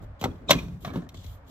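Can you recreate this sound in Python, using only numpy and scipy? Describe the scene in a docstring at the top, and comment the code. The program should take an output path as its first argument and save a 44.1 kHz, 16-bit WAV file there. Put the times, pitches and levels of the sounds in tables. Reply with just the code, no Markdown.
"""Plastic clips slip and snap close by as a hand pulls a trim panel off an open car hatch.
Each snap cracks, knocks the panel's edge, sets its large face booming and rings the steel behind.
The loosened panel shudders. Hiss and scrape come from the rubbing palm and around the biggest snap.
Brief thin tones sound, the loudest just before that snap.
The hatch opening briefly echoes the snaps and tones, and distant traffic rumbles outdoors."""
import sys
import numpy as np
from scipy import signal
from scipy.fft import rfft, irfft, next_fast_len
from scipy.io import wavfile
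from scipy.ndimage import map_coordinates

SR = 44100
rng = np.random.default_rng(int(sys.argv[2]) if len(sys.argv) > 2 else 0)


def to_wav(sig):
    """Store sig (one row per channel, or 1-D mono) as 16-bit WAV at the path in sys.argv[1].

    Samples outside -1..1 are clipped; the rate is SR.
    """
    pcm = np.clip(np.atleast_2d(sig), -1, 1) * 32767
    pcm = np.round(pcm).astype(np.int16)
    wavfile.write(sys.argv[1], SR, pcm.T)  # frames by channels


N = 66150

# The tones each part rings at. Each row: pitch in Hz, width in Hz, level in dB.
CLIP_TONES = [(2122, 14, 8.5), (2543, 9.5, 7.5), (3035, 45, 7), (3930, 51, 9.5), (4740, 81, 2),
              (5960, 110, 0.5)]
FACE_TONES = [(117, 15, 6.5), (177.9, 28.2, 7), (255.5, 28.5, 3.5), (406, 130, -7.5)]
SIZZLE_TONES = [(5600, 700, 0), (7500, 770, -0.5), (11950, 910, 0), (14200, 1800, -6)]
STEEL_TONES = [(2478, 50, 4.5), (3604, 240, -9), (5720, 56, -7.5)]
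# The panel edge's knock. Each row: multiple of the lowest pitch, width in Hz, level in dB.
EDGE_TONES = [(1, 55, 1), (1.22, 90, -9), (1.68, 90, 0), (2.6, 150, -7)]
# How a snap reaches the two sides. Each row: frequency in Hz, left's lag behind right in radians.
SIDE_LAG = [(200, 0.33), (600, 0.47), (2000, 1.67), (5000, 1.59), (9000, 1.5), (14000, 1.1)]
# Each row: frequency in Hz, left over right in dB.
SIDE_BALANCE = [(100, 2.5), (300, 1), (700, 4.5), (1400, -2), (2800, -5.5), (5600, 8.6), (12000, 1)]
# Each row: start in seconds, crack level in dB, knock, boom and sizzle in dB over the crack,
# left over right in dB, tick fade in seconds, rattle in dB over the tick, rattle fade in seconds,
# lowest knock pitch in Hz. A fade is the time it takes to drop by 60 dB.
SNAPS = [(0.2124, -40, -1, 7, -4.5, -1, 0.012, 4.5, 0.14, 630),
         (.226, -43, 13.5, 10.5, -12.5, -2, .02, -1.5, 0.053, 484),
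         (.2395, -25, 4.5, 1, -9.5, 1.5, 0.046, -4.5, 0.051, 788),
         (.255, -38.5, 17, 14.5, -23, -1, 0.014, -4, 0.11, 509),
         (0.4942, -29, 7, -5, -22.5, 0.5, 0.09, -1.5, 0.22, 647),
         (0.5064, -5.5, -3, -10, -11, 0.5, 0.058, -7, 0.095, 593),
         (0.5861, -39.5, -1.5, 1.5, -12.5, -2, 0.088, -3.5, 0.18, 574),
         (.6824, -54.5, 6.5, 21.5, -30, 3, 0.023, -4, 0.044, 583),
         (0.8472, -32.5, 5.5, -6.5, -24.5, 2, 0.044, -11.5, 0.294, 698),
         (.876, -48, 12.5, 16.5, -15, -5, .03, -4, 0.25, 634),
         (0.9027, -58, 16, 1, -7, -18, .01, 1, 0.088, 680),
         (0.9348, -57, 9.5, 11.5, -10, 1.5, 0.013, 8.5, 0.32, 657),
         (0.9563, -46.5, 10, 20, -22, -2, 0.027, 4.5, 0.091, 557),
         (1.02, -61, 15, -4, -29, 2.5, 0.022, 3, 0.063, 682),
         (1.0658, -74.5, 22.5, 21.5, -24, 8.5, 0.038, 2.5, 0.041, 718),
         (1.0897, -40, -37, -16.5, -5.5, 0.5, 0.033, -31.5, 0.049, 625),
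         (1.1435, -41, 1.5, 11.5, -9, -0.5, 0.014, -33, 0.068, 652),
         (1.2436, -49, -13, 5, -31, 5, 0.011, -2, 0.24, 657)]


def clip_snaps():
    out, t = np.zeros((2, N + SR)), np.arange(SR // 2) / SR
    first_blow = amp(7) * np.exp(-(t / .00032 - 2) ** 2)

    def pulse(fade_s, rise_s=.00036, hold_s=.00067):
        return (1 - np.exp(-t / rise_s)) * amp(-60 * np.maximum(t - hold_s, 0) / max(fade_s, .003))

    def crack(hz):  # plastic barely rings: wide tones, dulled above 6500 Hz
        return resonances(CLIP_TONES, widen=13)(hz) / (1 + 1j * hz / 6500) ** 2

    def to_stereo(hz):
        right = np.exp(.5j * along(SIDE_LAG, hz)) * amp(-along(SIDE_BALANCE, hz) / 2)
        return np.array([1 / right, right])

    for start, db, knock_db, boom_db, sizzle_db, pan_db, tick_s, rattle_db, rattle_s, knock_hz in SNAPS:
        lumps = amp(2.3 * rng.standard_normal(len(t) // 40 + 1).repeat(40)[:len(t)])
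        edge = [(knock_hz * ratio, width, level) for ratio, width, level in EDGE_TONES]
        burst = lambda stretch: pulse(tick_s * stretch) + amp(rattle_db) * pulse(rattle_s * stretch)
        parts = [(crack, burst(1), 0),
                 (resonances(edge), burst(1.32), knock_db),
                 (resonances(FACE_TONES), burst(1), boom_db),
                 (resonances(SIZZLE_TONES), burst(.96), sizzle_db),
                 (resonances(STEEL_TONES), pulse(fade_s=.44), -30.5)]
        snap = 0
        for response, shape, part_db in parts:
            tiny_impacts = rng.standard_normal(len(t)) * lumps
            ring = filtered((first_blow + tiny_impacts) * shape, response)
            snap += .5 * amp(db + part_db) * ring / np.linalg.norm(ring) * np.linalg.norm(shape)
        at = round(start * SR)
        out[:, at:at + len(t)] += filtered(snap, to_stereo) * amp([[pan_db / 2], [-pan_db / 2]])
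    return out[:, :N]


# Each row: time in seconds, level of the face's deep tones in dB, level of its upper tones in dB.
SHUDDER_LEVELS = [(0.0, -52, -72), (0.028, -52.5, -50.5), (0.17, -80, -92), (0.242, -50, -30.5),
                  (0.308, -38.5, -40.5), (0.4, -58, -63), (0.458, -61.5, -50), (0.504, -39.5, -34.5),
                  (0.546, -26, -30), (0.568, -28.5, -36.5), (0.604, -45.5, -42.5), (0.634, -29, -44.5),
                  (0.66, -39.5, -51), (0.746, -40, -88), (0.806, -49.5, -60), (0.876, -30.5, -41),
                  (0.918, -50, -44.5), (0.976, -30.5, -33.5), (1.102, -65, -65.5), (1.14, -45.5, -50.5),
                  (1.408, -75.5, -98), (1.5, -64.5, -47.5)]


def panel_shudder():
    """The loosened panel flexes and shudders at the low tones of its face."""
    deep_db, upper_db = curves(SHUDDER_LEVELS)

    def shudder(level_db, tones, cut_below_hz):
        response = lambda hz: resonances(tones)(hz) * np.clip(hz / cut_below_hz, 0, 1) ** 4
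        return amp(level_db) * stereo_noise(response)

    deep = shudder(deep_db + .67 * wobble(29.16), FACE_TONES[:2], cut_below_hz=130)
    upper = shudder(upper_db + 3.1 * wobble(30), FACE_TONES[2:], cut_below_hz=200)
    return deep + upper


# The tone colour of the hiss and the scrape. Each row: frequency in Hz, strength in dB.
HISS_COLOUR = [(5000, -39), (8500, -9), (9610, -14), (11700, 2.5), (13400, -1.5), (14900, 3.5),
               (15900, -28.5)]
SCRAPE_COLOUR = [(1060, -51.5), (1800, -15.5), (1970, -27.5), (2200, -19.5), (2530, -20), (3230, -5),
                 (5260, -17), (7450, -13), (9500, -33.5), (12400, -63), (20900, -120)]
# Each row: start, length, rise and fall in seconds (per 20 dB), hiss in dB, scrape in dB.
SCRAPE_SWELLS = [(0.019, 0.02, 0.008, 0.034, -70.5, -68.5), (0.196, .045, .004, 0.0087, -70, -60.5),
                 (0.26, 0.15, .02, 0.043, -83, -75), (0.497, .009, 0.014, 0.0089, -65.5, -33),
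                 (0.509, 0.062, 0.014, 0.045, -78, -53), (0.812, 0.068, 0.014, 0.035, -60.5, -61),
                 (.935, .04, .01, 0.015, -65, -73), (1.024, 0.016, 0.011, 0.024, -91, -69),
                 (1.105, 0.024, 0.012, 0.0086, -80, -71), (1.143, 0.071, 0.0052, 0.09, -69.5, -58.5),
                 (1.248, 0.1, 0.024, 0.048, -62.5, -62.5), (1.487, .03, 0.031, 0.0086, -66.5, -58)]


def hiss_and_scrape():
    """Swells of noise: the hand rubbing the plastic, plus the big snap's lead-in and rattling tail."""
    t, hiss, scrape = np.arange(N) / SR, 0, 0
    for start, length, rise, fall, hiss_db, scrape_db in SCRAPE_SWELLS:
        outside_swell = np.maximum((start - t) / rise, (t - start - length) / fall)
        shape = amp(-20 * np.maximum(0, outside_swell))
        hiss += amp(hiss_db) * shape
        scrape += amp(scrape_db) * shape
    hiss = hiss * amp(1.5 * wobble(60.2)) * coloured_noise(HISS_COLOUR)
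    scrape = scrape * amp(3.2 * wobble(120)) * coloured_noise(SCRAPE_COLOUR)
    return hiss + scrape


# Each row: start in seconds, length in seconds, pitch in Hz, level in dB.
THIN_TONES = [(.02, .06, 600, -58), (.308, .01, 3300, -58), (.482, .01, 2450, -46), (.488, .017, 3700, -28),
              (.496, .01, 5600, -36), (.567, .006, 2100, -46), (.584, .01, 2430, -35),
              (.885, .02, 2300, -48), (1.172, .022, 3500, -59)]


def thin_tones():
    """Brief, thin, unsteady tones, the loudest just before the big snap."""
    t, out = np.arange(N) / SR, 0
    for start, length, hz, db in THIN_TONES:
        shape = np.clip(np.minimum(t - start, start + length - t) / .004 + 1, 0, 1) ** 2
        phase = 2 * np.pi * np.cumsum(hz * (1 + .012 * wobble(300))) / SR
        out += amp(db + 3 * wobble(400)) * shape * np.array([np.cos(phase), np.sin(phase)])
    return out


# Each row: frequency in Hz, seconds the echo takes to drop by 60 dB.
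ECHO_FADES = [(300, 0.57), (2500, 0.34), (6000, 0.47), (12000, 0.57)]


def hatch_echo(sound):
    """The hatch opening throws sound back, and each frequency dies away at its own speed."""
    hz, t, noise = signal.stft(rng.standard_normal((2, SR // 2)), SR, nperseg=256)
    fade = amp(-60 * t / along(ECHO_FADES, hz)[:, None]) * (hz > 300)[:, None]
    tail = signal.istft(noise * fade, SR, nperseg=256)[1]
    delayed = np.pad(sound, ((0, 0), (250, 0)))
    return signal.fftconvolve(delayed, tail / np.linalg.norm(tail[0]), axes=1)[:, :N]


# The tone colour of the rumble and the street's wash. Each row: frequency in Hz, strength in dB.
RUMBLE_COLOUR = [(12, -61.5), (20, -40), (27, -19.5), (59, -5.5), (103, -8), (134, -22.5), (150, -31),
                 (200, -32.5), (330, -120)]
WASH_COLOUR = [(76, -37.5), (130, 3), (197, -6), (282, -1), (344, -16.5), (566, -3.5), (858, -9.5),
               (1200, -10.5), (2230, -21), (2510, -25.5), (15000, -56.5)]
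# How each one swells and sinks. Each row: time in seconds, gain in dB.
RUMBLE_SWELL = [(0.0, -46), (0.044, -37), (0.2, -54.5), (0.25, -32), (0.384, -45), (0.508, -41.5),
                (0.558, -34.5), (0.788, -46.5), (0.894, -41.5), (1.132, -50), (1.294, -39.5), (1.5, -57)]
WASH_SWELL = [(0, 3), (.2, 1.5), (.45, 1), (.78, -5), (1.1, -1), (1.4, -1.5), (1.5, 1)]


def distant_traffic():
    """Far-off traffic makes an uneven low rumble over a soft wash of street noise."""
    rumble = amp(curves(RUMBLE_SWELL)[0] + 1.28 * wobble(13.37)) * coloured_noise(RUMBLE_COLOUR)
    wash = amp(-55.5 + curves(WASH_SWELL)[0] + wobble(9.36)) * coloured_noise(WASH_COLOUR)
    return rumble + wash


# Each row: frequency in Hz, how alike left and right are (1 is the same, 0 is unrelated).
SIDE_LIKENESS = [(60, 0.96), (180, 0.98), (550, 0.54), (1650, -0.0032), (4970, -0.21), (15000, 0.16)]


def stereo_noise(response):
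    """Filtered noise at a standard level, with left and right alike only in the bass."""
    def spread(hz):
        angle = np.arccos(along(SIDE_LIKENESS, hz)) / 2
        return response(hz) * [np.cos(angle), np.sin(angle)]

    mid, side = filtered(rng.standard_normal((2, N)), spread)
    noise = np.array([mid + side, mid - side])
    return noise / np.sqrt(np.mean(noise ** 2) + 1e-20)


def coloured_noise(colour):
    """Stereo noise shaped by a tone colour table."""
    return stereo_noise(lambda hz: amp(along(colour, hz)))


def resonances(tones, widen=1):
    """A filter for a part that rings at these tones; wider tones die sooner."""
    def response(hz):
        total = 0
        for k, (pitch, width, db) in enumerate(tones):
            damping = 1j * hz * width * widen
            total += (-1) ** k * amp(db) * damping / (pitch ** 2 - hz ** 2 + damping)
        return total
    return response


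def filtered(sound, response):
    """Scale and delay each frequency of a sound as response(hz) says."""
    size = next_fast_len(sound.shape[-1] + SR // 4)
    spectrum = rfft(sound, size) * response(np.fft.rfftfreq(size, 1 / SR))
    return irfft(spectrum, size)[..., :sound.shape[-1]]


def wobble(rate):
    """A smooth curve through `rate` random values a second."""
    return map_coordinates(rng.standard_normal(int(N * rate / SR) + 4), [np.arange(N) * rate / SR])


def curves(rows):
    """One value per sample for each column after the time."""
    times, *columns = np.transpose(rows)
    return [np.interp(np.arange(N) / SR, times, column) for column in columns]


def along(rows, hz):
    """Read between the rows of a frequency table, on a log scale."""
    frequencies, values = np.transpose(rows)
    return np.interp(np.log(hz + 1), np.log(frequencies + 1), values)


def amp(db):
    """Turn decibels into a multiplier."""
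    return 10 ** (np.asarray(db) / 20)


def scene():
    """Mix all the layers; only the snaps and thin tones echo."""
    near = clip_snaps() + thin_tones()
    return near + amp(-24.5) * hatch_echo(near) + panel_shudder() + hiss_and_scrape() + distant_traffic()


def record(dry):
    """Round off the loudest peaks, turn the highest treble down and cut everything above it."""
    ceiling, dull_hz, top_hz = .95, 15800, 16800
    rounded = dry / (1 + np.abs(dry / ceiling) ** 4) ** .25
    return filtered(rounded, lambda hz: amp(-25 * (hz > dull_hz)) * (hz < top_hz))


dry = scene()
out = record(dry)
to_wav(out)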